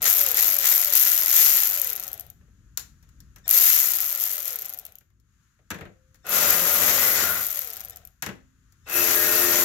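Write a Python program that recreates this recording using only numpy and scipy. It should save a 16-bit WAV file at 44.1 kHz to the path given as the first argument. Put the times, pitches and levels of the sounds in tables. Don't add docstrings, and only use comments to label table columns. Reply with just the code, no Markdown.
import sys
import numpy as np
from scipy import signal
from scipy.fft import rfft, irfft, next_fast_len
from scipy.io import wavfile
from scipy.ndimage import uniform_filter1d

SR = 44100
rng = np.random.default_rng(int(sys.argv[2]) if len(sys.argv) > 2 else 0)


def volts_from_db(level):
    exponent = np.asarray(level, float) / 20
    return 10 ** exponent


def bounce(signal):
    frames = np.transpose(np.atleast_2d(signal))
    limited = np.clip(frames, -1, 1)
    pcm = np.round(limited * 32767).astype(np.int16)
    wavfile.write(sys.argv[1], SR, pcm)


N = 425124
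T = np.arange(N) / SR
PAD = next_fast_len(N + SR)
HZ = np.maximum(np.fft.rfftfreq(PAD, 1 / SR), 1)
FULL_HZ = 87.6


def rms_one(x):
    return x / np.sqrt(np.mean(x ** 2) + 1e-20)


def curve(rows):
    return np.interp(T, *np.transpose(rows))


def at_hz(points, hz):
    f, level = np.transpose(points)
    return np.interp(np.log(hz), np.log(f), level)


def drift(rate):
    knots = np.arange(0, N / SR + 1, 1 / rate)
    return np.interp(T, knots, rng.standard_normal(len(knots)))


def dying(clicks, t60):
    return signal.lfilter([1], [1, -volts_from_db(-60 / (t60 * SR))], clicks + 1e-18)


# f/Hz, left-right likeness
LIKENESS = [(60, 0.97), (300, 1), (700, 0.93), (1500, 0.45), (3000, 0.083), (15000, 0.29)]


def shaken(envelope, spectrum):
    cepstrum = irfft(np.log(volts_from_db(at_hz(spectrum, HZ))), PAD)
    cepstrum[1:PAD // 2] *= 2
    cepstrum[PAD // 2 + 1:] = 0
    body = np.exp(rfft(cepstrum))
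    body /= np.sqrt(np.mean(np.abs(body) ** 2))
    mid, side = rfft(envelope * rng.choice([-1., 1.], (2, N)), PAD)
    alike = np.clip(at_hz(LIKENESS, HZ), 0, 1)
    ports = np.sqrt(1 + alike) * mid + np.sqrt(1 - alike) * side * [[1], [-1]]
    return irfft(ports / np.sqrt(2) * body, PAD)[:, :N]


# t/s, level/dB
RUMBLE_LEVEL = [(0, -51), (1.7, -62.5), (2.3, -54), (3.2, -53.5), (4.2, -65), (5.5, -64), (6.1, -61),
                (9.64, -58.5)]
# f/Hz, level/dB per Hz
RUMBLE = [(15, -30.5), (22, -18.5), (55, 0), (120, -6), (230, -18), (300, -23), (420, -33), (700, -47),
          (1200, -72)]
# f/Hz, level/dB per Hz
HISS = [(600, -45.5), (950, -22), (1300, -10.5), (1700, -11.5), (2300, -19.5), (5300, -24), (6900, -13.5),
        (8200, -30.5), (13000, -26), (16500, -37.5)]
# start t/s, end t/s, return time/s, level/dB
LULL = (4.2, 5.2, 0.1, -8)


def workshop():
    start, end, back, db = LULL
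    rumble_db = curve(RUMBLE_LEVEL) + 2.0 * drift(8.7)
    hiss_db = -71 + db * (T > start) * np.clip(1 - (T - end) / back, 0, 1) + 1.5 * drift(5.5)
    return shaken(volts_from_db(rumble_db), RUMBLE) + shaken(volts_from_db(hiss_db), HISS)


def bay(x):
    room_t60_s, room_db, wall_cut_hz = .3, -12, 5000
    since = T[:SR // 2]
    tail = rng.standard_normal((2, len(since))) * volts_from_db(-60 * since / room_t60_s) * (since > .003)
    tail = signal.sosfilt(signal.butter(1, wall_cut_hz, fs=SR, output="sos"), tail)
    tail /= np.sqrt(np.sum(tail ** 2, axis=1, keepdims=True))
    return volts_from_db(room_db) * signal.fftconvolve(x, tail, axes=1)[:, :N]


# t/s, crack level/dB, heft (clunk over crack)/dB, ring-out/s
KNOCKS = [(2.7736, -14, -21, 0.041), (2.7943, -30, -21, 0.13), (3.027, -52, -10, 0.068),
          (3.0901, -53, -15.5, 0.056), (3.2038, -39.5, -22.5, 0.037), (3.36, -39.5, -9.5, 0.05),
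          (3.3835, -50.5, -15, 0.057), (2.41, -73, 8.5, .05), (2.478, -77.5, 9, 0.033),
          (5.008, -53.5, -6, .04), (5.103, -65, -5, .03), (5.1994, -60.5, -22, 0.05),
          (5.5888, -74.5, 11.5, 0.037), (5.7037, -24.5, -4, 0.056), (5.7123, -32, -2.5, 0.03),
          (5.7437, -40, 0.5, 0.075), (5.7864, -47.5, 2.5, 0.05), (5.809, -45.5, 5.5, 0.074),
          (5.8524, -52.5, 6.5, 0.052), (6.1444, -49, -10.5, 0.045), (6.1564, -55, -17, 0.055),
          (8.223, -20.5, -9, 0.085), (8.2624, -25, -4.5, 0.05), (8.2894, -39.5, 2, 0.06),
          (8.7228, -51.5, -14, 0.05)]
# f/Hz, level/dB per Hz
CRACK = [(2060, -37), (3500, -12.5), (4750, -9.5), (7050, -5), (8910, -17.5), (12600, -6.5), (15500, -11.5),
         (16500, -24.5)]
# f/Hz, level/dB per Hz
CLUNK = [(410, -31), (700, -10), (1700, 0.5), (1830, 0.5), (2420, -5), (4000, -15.5), (5200, -29.5),
         (8800, -120)]
# f/Hz, level/dB per Hz
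THUD = [(29, -38.5), (50, -10.5), (75, 0), (189, 1), (227, -4), (463, -3.5), (900, -16), (1170, -37.5),
        (1980, -120)]
# t/s, f/Hz, level/dB, t60/s
STRUCK_PANELS = [
    (5.819, 519.4, -58.5, 1.2),
    (8.3, 259, -52.5, 0.88),
]


def handling():
    thud_per_heft, thud_db = 1.63, -5
    crack, clunk, thud, rings = np.zeros((4, N))
    since = T[:SR // 2]
    for s, crack_db, heft_db, t60 in KNOCKS:
        span = slice(int(s * SR), int(s * SR) + len(since))
        snap = 1 + 1.1 * volts_from_db(-60 * since / 0.0042)
        crack[span] += volts_from_db(crack_db - 7 - 60 * since / max(t60, .005)) * snap
        clunk_db = crack_db + heft_db - 0.5 - 60 * since / max(1.8 * t60, .01)
        clunk[span] += volts_from_db(clunk_db) * np.minimum(since / 0.0014, 1)
        low_db = crack_db + thud_per_heft * heft_db + thud_db - 60 * since / (0.064 + 2.4 * t60)
        thud[span] += volts_from_db(low_db) * np.minimum(since / .004, 1)
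    for s, hz, db, t60 in STRUCK_PANELS:
        decay = volts_from_db(db - 60 * np.maximum(T - s, 0) / t60)
        rings += (T >= s) * decay * np.sin(2 * np.pi * hz * T)
    return shaken(crack, CRACK) + shaken(clunk, CLUNK) + shaken(thud, THUD) + rings


# t/s, length/s, level/dB
BEEPS = [
    (3.437, .024, -52),
    (6.226, .03, -61),
    (7.913, 0.023, -53.5),
    (8.834, 0.026, -66),
]


def switching_beeps():
    out = np.zeros(N)
    comb = sum(np.sin(2 * np.pi * k * 1820 * T + k) for k in range(1, 5))
    for s, length, db in BEEPS:
        out += volts_from_db(db) * comb * np.clip((T - s) / length, 0, 1) * (T < s + length)
    return out


# t/s, share 0-1
ON_BOLT = [(0, 0.08), (6.2, 0.02), (6.21, 1), (7.4, 0.93), (7.46, 0.32), (8.8, 0), (8.811, 0.91), (9.64, 1)]


def on_bolt():
    return np.clip(curve(ON_BOLT), 0, 1)


# f/Hz, level/dB over the hum
SINGING_PANELS = [(1250, -15), (1430, -10.5), (1850, -16.5), (2050, -11), (2600, -15)]


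def panels(hum_db):
    out, radius = np.zeros(N), np.exp(-np.pi * 70 / SR)
    for hz, db in SINGING_PANELS:
        poles = [1, -2 * radius * np.cos(2 * np.pi * hz / SR), radius * radius]
        band = signal.lfilter([1, 0, -1], poles, rng.standard_normal(N))
        out += volts_from_db(hum_db + db + 6.3 * drift(6)) * rms_one(band)
    return out * on_bolt()


ORDERS_ON_BOLT = [1, 2, 3, 4, 5, 6, 7, 8, 6.57, 14, 16.2, 18.8, 21, 23.25, 66]
# first bolt level/dB, second bolt level/dB
DRUM = [(-54, -52.5), (-50, -60), (-57.5, -47), (-56, -40), (-61, -41.5), (-48.5, -53.5), (-48.5, -44),
        (-54.5, -53.5), (-47.5, -57.5), (-50, -62.5), (-44.5, -49), (-55.5, -47.5), (-53, -38),
        (-43.5, -51.5), (-51, -44.5)]


def car_body_orders(crank_hz, hum_db):
    out = np.zeros(N)
    load = on_bolt() * volts_from_db(np.minimum(hum_db + 29.5, 0)) * np.clip(crank_hz / 70, 0, 1)
    for order, (first_db, second_db) in zip(ORDERS_ON_BOLT, DRUM):
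        level = volts_from_db(np.where(T < 8, first_db, second_db) + 6.0 + 3.5 * drift(11))
        wander = .3 * order ** .7 * drift(22)
        out += load * level * np.sin(2 * np.pi * order * FULL_HZ * T + wander)
    return out


# f/Hz, level/dB
HOUSING = [(250, -38), (400, 0.5), (520, 7.5), (790, 2), (930, -11), (1400, -16.5), (3000, -31)]


def motor_whine(turns, crank_hz, whine_db):
    whine_order = 13.55
    out = np.zeros(N)
    for k, db in enumerate([-3.0, -11, -16, -15.5], start=1):
        shell_db = at_hz(HOUSING, k * whine_order * crank_hz)
        level = volts_from_db(whine_db + 3.0 + db + shell_db + 1.4 * drift(25))
        out += level * np.sin(2 * np.pi * k * whine_order * turns + 0.72 * drift(50))
    return out


# f/Hz, level/dB per Hz
RASP = [(1180, -27), (2000, -1), (2200, -3), (2650, -10.5), (3010, -9.5), (6050, -3), (6910, 0.5),
        (8240, -9), (9000, -15), (11700, -31.5), (19800, -120)]
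# f/Hz, level/dB per Hz
HUM_FREE = [(120, -46.5), (200, -17), (318, -16.5), (365, -10.5), (1170, -6), (1360, 1.5), (1600, -5),
            (1960, -1.5), (2450, -4.5), (4000, -6), (5200, -28), (8800, -120)]
# f/Hz, level/dB per Hz
HUM_BOLT = [(35, -42), (60, -12), (85, -6.5), (128, -13), (224, -11), (258, -6.5), (292, -9.5), (348, -6.5),
            (400, -5.5), (437, -3.5), (666, -6), (1420, -2.5), (4000, -10), (5200, -42.5), (8800, -120)]


def gears(turns, crank_hz, rasp_db, hum_db):
    bolt = on_bolt()
    teeth = rng.random(N) < 12.0 * crank_hz / SR
    teeth = teeth * volts_from_db(2.4 * np.minimum(rng.exponential(1, N), 4))
    chatter = dying(teeth, 0.0081) / np.sqrt(crank_hz)
    grain = rms_one(chatter) + .5 * np.clip(crank_hz / 55, .2, 1) + 1.4 * bolt
    grain = grain / (1.194 + 0.42 * bolt)
    grain = grain * volts_from_db(0.67 * np.cos(2 * np.pi * turns) + 2.0 * drift(30))
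    rasp = shaken(volts_from_db(rasp_db - 2.2) * grain, RASP)
    swell = volts_from_db(hum_db - 0.5 + 0.73 * drift(25)) * (0.43 * grain + 0.54)
    slow = np.clip(1.6 - crank_hz / 30, 0, 1)
    shell = shaken(volts_from_db(hum_db - 3.5) * slow, [(450, -22.5), (740, -6.5), (950, -30.5)])
    hum = shaken(swell * (1 - bolt), HUM_FREE) + shaken(volts_from_db(-2.0) * swell * bolt, HUM_BOLT)
    return rasp + shell + hum


# t/s, peak level/dB
JOLTS = [(0.0189, -20.5), (0.3537, -19.5), (0.6419, -12), (0.846, -8.5), (0.936, -6), (0.9526, -3),
         (1.1765, -7.5), (1.2598, -9), (1.281, -10), (1.6335, -7.5), (1.8157, -11), (3.479, -16.5),
         (3.4914, -11), (3.5022, -12.5), (3.51, -2.5), (4.159, -21), (6.2929, -18), (6.5049, -3),
         (7.5914, -18)]
# share of turn, level/dB, chance 0-1, loss when slow/dB
STROKE = [(0.0, -0.5, 0.81, 24.5), (.13, -9, 0.65, 18.5), (.3, -2, .8, 4.5), (0.549, 1.5, 1, -3.5),
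          (.705, -8, 1, -12.5), (.87, -17.5, 0.58, 3.5)]


def pawl_clicks(turns, crank_hz, clack_db, slow):
    last_gasp_db = 6.5
    clicks = np.zeros(N)
    whole = np.arange(int(turns[-1]))
    bolt = on_bolt()
    jolt_s, jolt_db = np.transpose(JOLTS)
    for share, db, chance, slow_db in STROKE:
        luck = rng.random((len(whole), 3))
        at = np.searchsorted(turns, whole + share)
        jitter = 0.089 * (luck[:, 0] - .5) * (1 - slow[at])
        at = np.minimum(np.searchsorted(turns, whole + share + jitter), N - 1)
        clear_of_jolts = np.min(np.abs(T[at, None] - jolt_s), axis=1) > .008
        size_db = clack_db[at] + db - slow_db * slow[at] + last_gasp_db * slow[at] ** 4 + 6
        size_db -= 1.84 * np.log(luck[:, 1] + 0.033) * (1 - 1.6 * slow[at])
        size_db -= 10 * np.log10(crank_hz[at] / 60) + 3.8 * bolt[at]
        clicks[at] += volts_from_db(size_db) * (luck[:, 2] < chance) * clear_of_jolts
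    clicks[np.round(jolt_s * SR).astype(int)] += volts_from_db(jolt_db + 1.5)
    return clicks


# f/Hz, level/dB per Hz
CLACK = [(1470, -46), (2500, -21), (4660, -19), (5170, -15.5), (6870, -10.5), (8240, -18), (9130, -18),
         (11300, -7.5), (12800, 4.5), (14000, -6), (15900, -6), (16500, -31.5)]
# f/Hz, level/dB per Hz
RATTLE = [(4710, -43), (8000, -25.5), (8980, -16.5), (12900, 0.5), (14100, -5.5), (15900, -8), (16300, -23),
          (16500, -47)]


def clacks(turns, crank_hz, clack_db):
    swing_hz = 47.6
    slow_ring_db, slow_ring_s = -15, .03
    slow = np.clip(1 - crank_hz / swing_hz, 0, 1)
    clicks = pawl_clicks(turns, crank_hz, clack_db, slow)
    contact = signal.lfilter([.2], [1, -.8], dying(clicks, .008))
    contact += volts_from_db(slow_ring_db) * dying(clicks * slow, slow_ring_s)
    for s, db in JOLTS:
        contact[int(s * SR):int((s + .0045) * SR)] += volts_from_db(db - 17.5)
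    rattle_db = clack_db - 14.0 + 11.7 * on_bolt() + 2.3 * drift(150) + 2.2 * np.cos(4 * np.pi * turns)
    rattle = volts_from_db(rattle_db) * np.clip(crank_hz / 45, 0, 1) ** 2
    return shaken(contact + volts_from_db(-22) * dying(clicks, .045), CLACK) + shaken(rattle, RATTLE)


STICK_HZ = 3.95
# press t/s, spin-up/Hz per s, nearness level/dB
PULLS = [
    (0.0, 904, 5),
    (.345, 500, 3),
    (.625, 499, 2),
    (.915, 548, 1.5),
    (1.265, 421.5, -0.48),
    (3.447, 843, -2.5),
    (4.185, 330, -4.0),
    (4.455, 150, -3),
    (6.238, 800, -4.5),
    (8.852, 659, -4.5),
]
RESTS_S = [.81, 1.168, 1.487, 1.865, 2.387, 4.73, 4.975, 5.046, 8.165, 12]
# run start t/s, drop t/s
LAST_DROPS = [
    (0, 2.3012),
    (3.4, 4.9554),
    (6.2, 8.051),
]


def crank():
    friction_hz_per_s, windage_hz_per_s3 = 68, 14
    main_drop = .55
    hz, near_db = np.zeros(N), np.zeros(N)
    for (press, spin_up, db), rest in zip(PULLS, RESTS_S):
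        i = int(press * SR)
        left = np.maximum(rest - T[i:], 0)
        coast = friction_hz_per_s * left + windage_hz_per_s3 * left ** 3
        driven = np.minimum(hz[i] + spin_up * (T[i:] - T[i]), FULL_HZ)
        hz[i:] = np.minimum(driven, coast * (coast > STICK_HZ))
        near_db[i:] = db
    turns = np.cumsum(hz) / SR
    for start, drop in LAST_DROPS:
        turns[int(start * SR):] += (main_drop - turns[int(drop * SR)]) % 1
    return np.maximum(hz, .3), turns, uniform_filter1d(near_db, size=2000)


# full-speed level/dB, slope/dB per tenfold speed, more on a bolt/dB,
# more while spinning up/dB, share of nearness
LAYERS = [
    (-12.5, 36, -3.5, 5.5, 1.04),
    (-27, 39.5, 0.5, 8, 1.14),
    (-35, 25, 8.5, 5, 1.105),
    (-56, 3, 12.5, -1.5, 1.4),
]


def scene():
    crank_hz, turns, near_db = crank()
    bolt = on_bolt()
    rising = (np.gradient(crank_hz) > 0) * 1.
    pushing = uniform_filter1d(rising, size=900) * (1 - crank_hz / FULL_HZ)
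    resting_db = -80 * np.clip(1 - crank_hz / STICK_HZ, 0, 1)
    speed = np.log10(crank_hz / FULL_HZ)
    clack_db, rasp_db, hum_db, whine_db = [
        db + slope_db * speed + load_db * bolt + push_db * pushing + share * near_db + resting_db
        for db, slope_db, load_db, push_db, share in LAYERS]
    near = handling() + switching_beeps() + panels(hum_db) + car_body_orders(crank_hz, hum_db)
    near = near + motor_whine(turns, crank_hz, whine_db)
    near = near + gears(turns, crank_hz, rasp_db, hum_db) + clacks(turns, crank_hz, clack_db)
    return near + bay(near) + workshop()


def top_cut(x):
    return signal.sosfilt(signal.butter(12, 16830, fs=SR, output="sos"), x)


# f/Hz, level/dB
PORTS = [(60, 4.5), (150, 4), (380, 3.5), (950, 5.5), (2380, 3.5), (5980, 12.5), (15000, 7)]
# f/Hz, left lead/rad
LEAD = [(0, -0.5), (1460, -0.52), (2670, 6), (5770, 11.5), (11600, 4), (16400, 11.5)]


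def record(dry):
    shade = volts_from_db(at_hz(PORTS, HZ) * np.array([[.3], [-.7]]))
    lag = np.exp(-1j * np.interp(HZ, *np.transpose(LEAD)) * np.array([[0], [1]]))
    x = irfft(rfft(dry, PAD) * shade * lag, PAD)[:, :N]
    x = .9 * np.tanh(x / .9)
    mix = signal.sosfilt(signal.cheby2(12, 45, 16350, fs=SR, output="sos"), x)
    return top_cut(mix)


dry = scene()
out = record(dry)
bounce(out)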